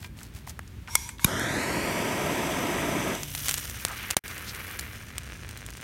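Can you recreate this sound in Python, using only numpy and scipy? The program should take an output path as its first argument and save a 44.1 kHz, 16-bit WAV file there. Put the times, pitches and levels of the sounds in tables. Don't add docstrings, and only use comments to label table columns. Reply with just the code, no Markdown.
import sys
import numpy as np
from scipy import signal
from scipy.fft import rfft, irfft
from scipy.io import wavfile
from scipy.ndimage import map_coordinates

SR = 44100
rng = np.random.default_rng(int(sys.argv[2]) if len(sys.argv) > 2 else 0)


def to_wav(sig):
    pcm = np.clip(np.atleast_2d(sig), -1, 1) * 32767
    pcm = np.round(pcm).astype(np.int16)
    wavfile.write(sys.argv[1], SR, pcm.T)


N = 257103
T = np.arange(N) / SR
HZ = np.fft.rfftfreq(N, 1 / SR)

# opens t/s, closes t/s, level/dB
SQUEEZES = [(0.877, 1.09, -37), (1.191, 1.262, -34)]
VALVE_OPEN_S, VALVE_CLOSE_S, GAS_SAG_DB_PER_S = 0.084, 0.057, 43
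WHISTLE_HZ, WHISTLE_GLIDE_HZ_PER_S, WHISTLE_DB = 5500, 1900, -45.5

LIT_S, AWAY_S, ROAR_DB, JET_DB = 1.25, 3.128, -30, -39.5
COLD_SPEED, WARM_UP_S = .6, .39
HUM_HZ, HUM_DB, HUM_OCTAVE_DB, HUM_LENGTH_S = 143, -46, -8.5, 0.38

CATCH_S, GLITTER_END_S = 3.14, 4.8
SPREAD_S, MELTING_S = 0.31, 0.79
SURGE_S, SURGE_HALF_S, SURGE_DB = 3.485, 0.14, -39
FIZZ_DB, FIZZ_FADE_DB_PER_S, FIZZ_SIMMER_DB = -41.5, 7.5, -54.5
MELT_DB, MELT_FADE_DB_PER_S, MELT_SIMMER_DB = -42.5, 26.5, -49.5
CALM_S, CALMING_S = 4.76, 1.15
SPITS_PER_S, SPITS_DB = 110, -5
SPRAY_DECAY_S = 0.0026

AIR_DB = -43.5
EDGE_HZ = 15950


def amp(db):
    return 10 ** (np.asarray(db) / 20)


def unit(x):
    return x / np.sqrt(np.mean(x ** 2) + 1e-20)


def add(mix, s, sound):
    part = mix[max(round(s * SR), 0):][:len(sound)]
    part += sound[:len(part)]


def held(start, end, attack_s, release_s):
    rise = np.clip((T - start) / attack_s, 0, 1)
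    return rise * np.exp(-np.maximum(T - end, 0) / release_s)


def swell(s, half_s):
    return np.exp(-((T - s) / half_s) ** 2)


def colour(x, points):
    f, db = np.transpose(points)
    hz = abs(np.fft.fftfreq(4096, 1 / SR))
    log_gain = np.log(amp(np.interp(np.log(hz + 1), np.log(f), db)))
    taps = np.fft.ifft(np.exp(np.conj(signal.hilbert(log_gain)))).real
    return unit(signal.oaconvolve(x, taps[:len(taps) // 2])[:N])


def ring(x, hz, width):
    hz = min(hz, SR / 2 - 1000)
    return signal.lfilter(*signal.iirpeak(hz, hz / min(width, SR / 4), fs=SR), x)


def flutter(rate_hz, depth_db):
    slow = irfft(rfft(rng.standard_normal(N)) / (1 + (HZ / rate_hz) ** 4), N)
    return amp(depth_db * unit(slow))


def sparks(per_s, spread_db):
    size = amp(spread_db * np.minimum(rng.exponential(1, N), 4.5))
    return unit(size * rng.choice([-1, 1], N) * (rng.random(N) < per_s / SR))


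def echo(x, delay_ms, share, low_hz, high_hz):
    band = 1 / (1 + (HZ / high_hz) ** 4) / (1 + (low_hz / (HZ + 1)) ** 4)
    returned = irfft(rfft(x) * band, N)
    late = map_coordinates(returned, [np.arange(N) - delay_ms * SR / 1000], order=3)
    return x + share * late


def burn(glitter_db=-49, surge_glitter_db=-4, surge_melt_db=-13, plop_db=-5):
    # f/Hz, relative level per Hz/dB
    fizz_spectrum = [(1500, -32), (3000, 5), (4500, -5), (6000, 4.5), (7700, -5), (9200, 2), (10500, -11),
                     (12000, -2), (14000, -31), (16000, -3)]
    melt_spectrum = [(150, -17), (400, -2), (650, -5.5), (820, -7), (1100, -1.5), (1600, 4), (2400, 2.5),
                     (3300, -7), (4800, -12), (9000, -29), (16000, -52)]
    # t/s, level/dB, f/Hz, half length/s
    flares = [(3.911, -41.5, 1070, 0.036), (4.024, -40.5, 1940, 0.096), (4.491, -39.5, 4300, 0.025)]
    alight = np.clip((T - CATCH_S) / SPREAD_S, 0, 1)
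    molten = np.clip((T - CATCH_S) / MELTING_S, 0, 1)
    calm = np.clip(0.071 + 0.83 * np.clip((T - CALM_S) / CALMING_S, 0, 1), 0, 1)
    surge = amp(SURGE_DB) * swell(SURGE_S, SURGE_HALF_S)

    fizz_db = np.maximum(FIZZ_DB - FIZZ_FADE_DB_PER_S * (T - CATCH_S), FIZZ_SIMMER_DB)
    fizz_gain = np.hypot(alight * amp(fizz_db), surge)
    melt_db = np.maximum(MELT_DB - MELT_FADE_DB_PER_S * np.maximum(T - CALM_S, 0), MELT_SIMMER_DB)
    melt_gain = amp(surge_melt_db) * surge + molten * amp(melt_db)

    dense_and_sparse = np.sqrt(1 - calm) * sparks(9000, 1.9) + np.sqrt(calm) * sparks(600, 3.1)
    fizz = colour(dense_and_sparse, fizz_spectrum) * flutter(75, 3.2)
    spits = amp(SPITS_DB) * unit(ring(sparks(SPITS_PER_S, 1.2), 3500, 7000))
    glitter = unit(ring(ring(sparks(5000, 5.6), 12000, 5500), 13500, 6500))
    melt = np.sqrt(1 - calm) * colour(sparks(3000, 3.56), melt_spectrum) * flutter(110, 1.6)
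    bursts = bubbles()
    melt += np.sqrt(calm) * colour(bursts, melt_spectrum)
    melt += calm * amp(plop_db) * unit(ring(bursts, 350, 700))

    out = ((fizz + spits) * fizz_gain + melt * melt_gain) * flutter(16, 1.0)
    glitter_gain = amp(glitter_db) * held(CATCH_S, GLITTER_END_S, .08, .18)
    out += glitter * (glitter_gain + amp(surge_glitter_db) * surge)
    for s, db, hz, half in flares:
        sizzle = unit(ring(ring(sparks(5000, 3.9), hz, hz), hz, hz))
        out += amp(db) * sizzle * swell(s, half)
    return out


def bubbles(median_per_s=85, spread_db=4.5):
    gap, size = rng.standard_normal((2000, 2)).T
    at = (np.cumsum(np.exp(.5 * gap)) / median_per_s * SR).astype(int)
    height = amp(spread_db * np.clip(size, -2, 1.3))
    inside = at < N
    return np.bincount(at[inside], height[inside], N)


def pops(crack_hz=7500, body_db=-7):
    # t/s, crack level/dB, pulse length/ms, spark spray before its filter, re crack/dB
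    pop_list = [(3.152, -16, 0.039, -18), (3.233, -14, .05, -11), (3.3503, -15, 0.13, -5.5),
                (3.3776, -16, 0.1, -12), (3.459, -19, 0.2, -5), (3.4657, -16, .07, -10),
                (3.484, -5.5, 0.095, -12), (3.4917, -8, 0.036, -12), (3.4943, -8, .03, -9),
                (3.5118, -5, 0.016, -23), (3.5412, -6, 0.022, -12.5), (3.5464, -18, 0.037, -15),
                (3.5768, -18, 0.031, -11), (3.581, -10, 0.018, -33), (3.6978, -15.5, 0.054, -13),
                (3.8507, -2, 0.21, -20), (3.8838, -18, 0.12, -13), (4.1048, -11, 0.18, -17),
                (4.109, -5.5, 0.038, -10), (4.1679, 6.5, 0.45, -18), (4.2802, -21, 0.19, -8),
                (4.3802, -21, .04, -12), (4.5482, -19, 0.033, -13), (4.6701, -25, .08, -16),
                (4.7115, -23.5, .12, -6), (4.7903, -18, .13, -20), (4.794, -16, 0.22, -5.5),
                (4.8098, -24, .08, -8), (5.1817, -9.5, 0.1, -14.5), (5.2337, -26, 0.11, -18),
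                (5.4907, -24, 0.11, -9.5), (5.511, -22.5, .068, -21), (5.5741, -25.5, 0.055, -7.5),
                (5.664, -20, .037, -15), (5.7046, -25, .087, -11), (5.7712, -24, 0.056, -13),
                (5.813, -25, .06, -15)]
    out = np.zeros(N)
    t = T[:SR // 12]
    cycles = t * crack_hz - 1.5
    crack = -np.cos(2 * np.pi * cycles) * np.exp(-(cycles / 0.42) ** 2)
    for s, db, length_ms, spray_db in pop_list:
        u = t / (length_ms / 1000)
        pulse = ring((1 - u) * np.exp(-u), 2600, 13000)
        body = amp(body_db) * pulse / abs(pulse).max()
        decay = np.exp(-t / SPRAY_DECAY_S) + 0.021 * np.exp(-t / 0.023)
        spray = ring(rng.standard_normal(len(t)) * decay, 5000, 14000)
        add(out, s, amp(db) * (crack + body + amp(spray_db) * spray))
    return out


def pushes():
    # t/s, level before decay/dB, f/Hz, decay time/s
    push_list = [(1.2483, -6.5, 165, 0.003), (3.851, -30, 458, 0.0011), (4.1694, -14, 424, 0.00049)]
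    out = np.zeros(N)
    t = T[:SR // 10]
    for s, db, hz, decay in push_list:
        add(out, s, -amp(db) * np.sin(2 * np.pi * hz * t) * np.exp(-t / decay))
    return out


def flame():
    # f/Hz, relative level per Hz/dB
    roar_spectrum = [(60, -17), (140, -1), (330, 0), (480, -2), (640, -2.5), (800, -3), (1400, 1),
                     (2200, -8), (3400, -24), (4500, -30.5), (9000, -45)]
    hiss_spectrum = [(2500, -2.5), (3400, 2), (4300, -33), (5400, 4.5), (7000, 0.5), (9200, 3.5),
                     (10500, -8.5), (11600, 4.5), (13500, -15.5), (16000, -22)]
    # f/Hz, width/Hz, relative level/dB
    hot_modes = [(2190, 700, 9), (3410, 1050, 9.5), (4650, 140, 4), (5070, 28, 11), (5980, 300, 11),
                 (7500, 460, 6), (8970, 370, -2), (9860, 200, 1.5), (12000, 120, 6), (12600, 150, 8)]
    # f when hot/Hz, width when hot/Hz, level/dB
    young_modes = [(2380, 1440, -37), (4540, 1300, -38.5), (7900, 4300, -44)]
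    cold = np.exp(-(np.maximum(T - LIT_S, 0) / WARM_UP_S) ** 1.5)
    heat = (1 - (1 - COLD_SPEED) * cold) * flutter(21.95, .14) ** cold
    eddies = rng.standard_normal(N)
    tube = unit(sum(amp(db) * ring(eddies, hz, width) for hz, width, db in hot_modes))
    young = sum(amp(db) * unit(ring(ring(eddies, hz, width), hz, width)) for hz, width, db in young_modes)
    roar = colour(rng.standard_normal(N), roar_spectrum)
    place = [np.cumsum(heat)]
    roar, tube, young = [map_coordinates(x, place, order=3, mode="wrap") for x in (roar, tube, young)]

    roar = roar * flutter(70, 0.79) * amp(ROAR_DB - 2.7 * cold) * held(LIT_S, AWAY_S, 0.041, 0.057)
    young *= np.sqrt(cold) * held(LIT_S, AWAY_S, 0.089, .055)
    hiss = amp(-5) * colour(rng.standard_normal(N), hiss_spectrum) + amp(-3 * cold) * tube
    hiss *= flutter(57, .52) * amp(JET_DB) * held(LIT_S, AWAY_S, 0.0041, 0.15)
    near = echo(roar + young + hiss, 0.35 / heat, 0.6, 40, 4100)
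    return echo(near, 3.117, 0.37, 320, 1950)


def igniter(chatter_s=0.0026, tail_s=0.0014, direct_db=-4, spring_db=13):
    # t/s, rms level over the first 4 ms/dB, tube pitch factor, inner spring f/Hz
    snaps = [(0.953, -12, 1.015, 8360), (1.2449, -11.5, 1.104, 11570)]
    # f before the pitch factor/Hz, width/Hz, relative level/dB
    struck_modes = [(975, 78, 8), (1350, 280, 1), (2140, 77, 16), (3370, 140, 11), (5780, 670, 1.5),
                    (7100, 770, 2), (9770, 1200, 6), (11600, 250, 11)]
    out = np.zeros(N)
    t = T[:SR // 8]
    tube_band = signal.butter(2, [650, 13000], "bandpass", fs=SR, output="sos")
    for s, db, pitch, spring_hz in snaps:
        chatter = rng.choice([-1, 1], len(t)) * np.exp(-np.maximum(t - chatter_s, 0) / tail_s)
        blow = signal.sosfilt(tube_band, chatter)
        snap = amp(direct_db) * blow + amp(spring_db) * ring(blow, spring_hz, 260)
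        snap += sum(amp(mode_db) * ring(blow, hz * pitch, width) for hz, width, mode_db in struck_modes)
        add(out, s, amp(db) * snap / snap[:SR // 250].std())
    ping = ring(rng.standard_normal(len(t)) * np.exp(-t / 0.0018), 8130, 130)
    add(out, 1.0905, amp(-23.5) * ping / abs(ping).max())
    return out


def gas(tube_db=-5, jet_db=-2, tube_law=0.82):
    # f/Hz, relative level per Hz/dB
    jet_spectrum = [(300, -31), (900, -4.5), (3000, 1), (7000, 6.5), (12500, 0), (16000, -15)]
    # f/Hz, width/Hz, relative level/dB
    cold_modes = [(942, 63, 21), (1580, 64, 7), (2170, 32, 17.5), (2330, 50, 8), (3350, 160, 0),
                  (6700, 140, -4), (9550, 400, -4), (11800, 250, -1.5), (12950, 250, -1)]
    jet = colour(rng.standard_normal(N), jet_spectrum)
    tube = unit(sum(amp(db) * ring(jet, hz, width) for hz, width, db in cold_modes))
    out = np.zeros(N)
    for opens, closes, db in SQUEEZES:
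        sag = amp(-GAS_SAG_DB_PER_S * np.maximum(T - opens, 0))
        flow = held(opens, closes, VALVE_OPEN_S, VALVE_CLOSE_S) * sag
        out += amp(db) * (amp(jet_db) * jet * flow + amp(tube_db) * tube * flow ** tube_law)

    opens = SQUEEZES[0][0]
    pitch = WHISTLE_HZ + WHISTLE_GLIDE_HZ_PER_S * (T - opens)
    noise = rng.standard_normal(N) + 1j * rng.standard_normal(N)
    fuzz = signal.sosfilt(signal.butter(2, 130, fs=SR, output="sos"), noise)
    whistle = unit((fuzz * np.exp(2j * np.pi * np.cumsum(pitch) / SR)).real)
    return out + whistle * amp(WHISTLE_DB) * held(opens, 1.04, 0.036, 0.047)


def handling(sleeve_db=-61, leaves_db=-67):
    # f/Hz, relative level per Hz/dB
    rustle_spectrum = [(290, -50), (500, -12), (784, -5), (1160, -13), (1670, -9.5), (2890, -11),
                       (3250, -11), (6420, -11), (16000, -16.5)]
    # start t/s, end t/s, level/dB
    stroke_list = [(0, 0.069, -50.5), (0.168, 0.265, -53.5), (0.335, 0.392, -52), (0.466, .503, -44.5)]
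    # t/s, peak level/dB, centre f/Hz, decay time/s
    knocks = [(.029, -33, 1950, .0025), (.045, -32, 2380, .0049), (.189, -34.5, 2430, .0011),
              (.213, -34.5, 1360, 0.0045), (.232, -27.5, 7800, .0015), (.474, -30.5, 845, 0.0025),
              (.495, -26.5, 6130, .0034), (.592, -23.5, 1290, 0.0014), (.592, -30.5, 9050, .0009),
              (0.677, -39.5, 6000, .003), (0.875, -30.5, 2500, 0.0031), (0.881, -31, 1240, 0.014),
              (1.091, -27.5, 1550, 0.0048), (1.184, -35, 2570, 0.0022), (1.1948, -29.5, 1670, 0.0044),
              (1.3963, -19, 8000, .001)]
    # f/Hz, width/Hz, relative level/dB
    bottle_modes = [(990, 28, 2.5), (1610, 8.7, -5), (2370, 16, 0)]
    moving = held(0.13, SQUEEZES[0][0], 0.036, .03)
    strokes = sum(amp(db) * held(start, end, 0.0052, 0.0093) for start, end, db in stroke_list)
    out = colour(sparks(6000, 5.1), rustle_spectrum) * (strokes + amp(leaves_db) * moving)
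    sleeve = unit(ring(ring(rng.standard_normal(N), 1600, 2200), 1300, 5800))
    out += sleeve * amp(sleeve_db) * moving
    t = T[:SR // 4]
    for s, db, hz, decay in knocks:
        blow = rng.standard_normal(len(t)) * np.exp(-t / decay)
        knock = ring(ring(blow, hz, 0.7 * hz), hz, 3.2 * hz)
        add(out, s, amp(db) * knock / abs(knock).max())
    bottle = sum(amp(db) * np.sin(2 * np.pi * hz * t) * np.exp(-np.pi * width * t)
                 for hz, width, db in bottle_modes)
    add(out, .044, amp(-46) * bottle)
    return out


def outdoors():
    # f/Hz, relative level per Hz/dB
    air_spectrum = [(20, -46), (40, -5.5), (60, 2), (105, -1), (150, -8), (230, -12), (350, -18.5),
                    (700, -33.5), (2000, -32), (6000, -43), (16000, -44)]
    turns = np.cumsum(HUM_HZ * flutter(13.7, 0.11)) / SR
    octave = amp(HUM_OCTAVE_DB) * np.sin(2 * np.pi * 2 * turns)
    hum = unit(np.sin(2 * np.pi * turns) + octave) * flutter(13, 1.5)
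    air = amp(AIR_DB) * colour(rng.standard_normal(N), air_spectrum)
    return air + amp(HUM_DB) * hum * held(AWAY_S, AWAY_S + HUM_LENGTH_S, .09, .13)


def scene():
    charge = echo(burn(), 1.74, 0.25, 3200, 7500) + pops()
    mono = outdoors() + handling() + gas() + igniter() + flame() + charge + pushes()
    return np.array([mono, mono])


def record(dry):
    # from t/s, to t/s, depth/dB
    dropouts = [(4.145, 4.1684, -42), (4.191, 4.2398, -47)]
    heard = signal.sosfilt(signal.butter(3, 38, "highpass", fs=SR, output="sos"), dry)
    gap_db = sum(db * np.clip(np.minimum(T - start, end - T) / 0.0037, 0, 1) for start, end, db in dropouts)
    heard = np.clip(heard * amp(gap_db), -1, 1)
    lowpass = signal.firwin(401, EDGE_HZ, window=("kaiser", 9), fs=SR)
    return signal.oaconvolve(heard, lowpass[None], "same")


dry = scene()
out = record(dry)
to_wav(out)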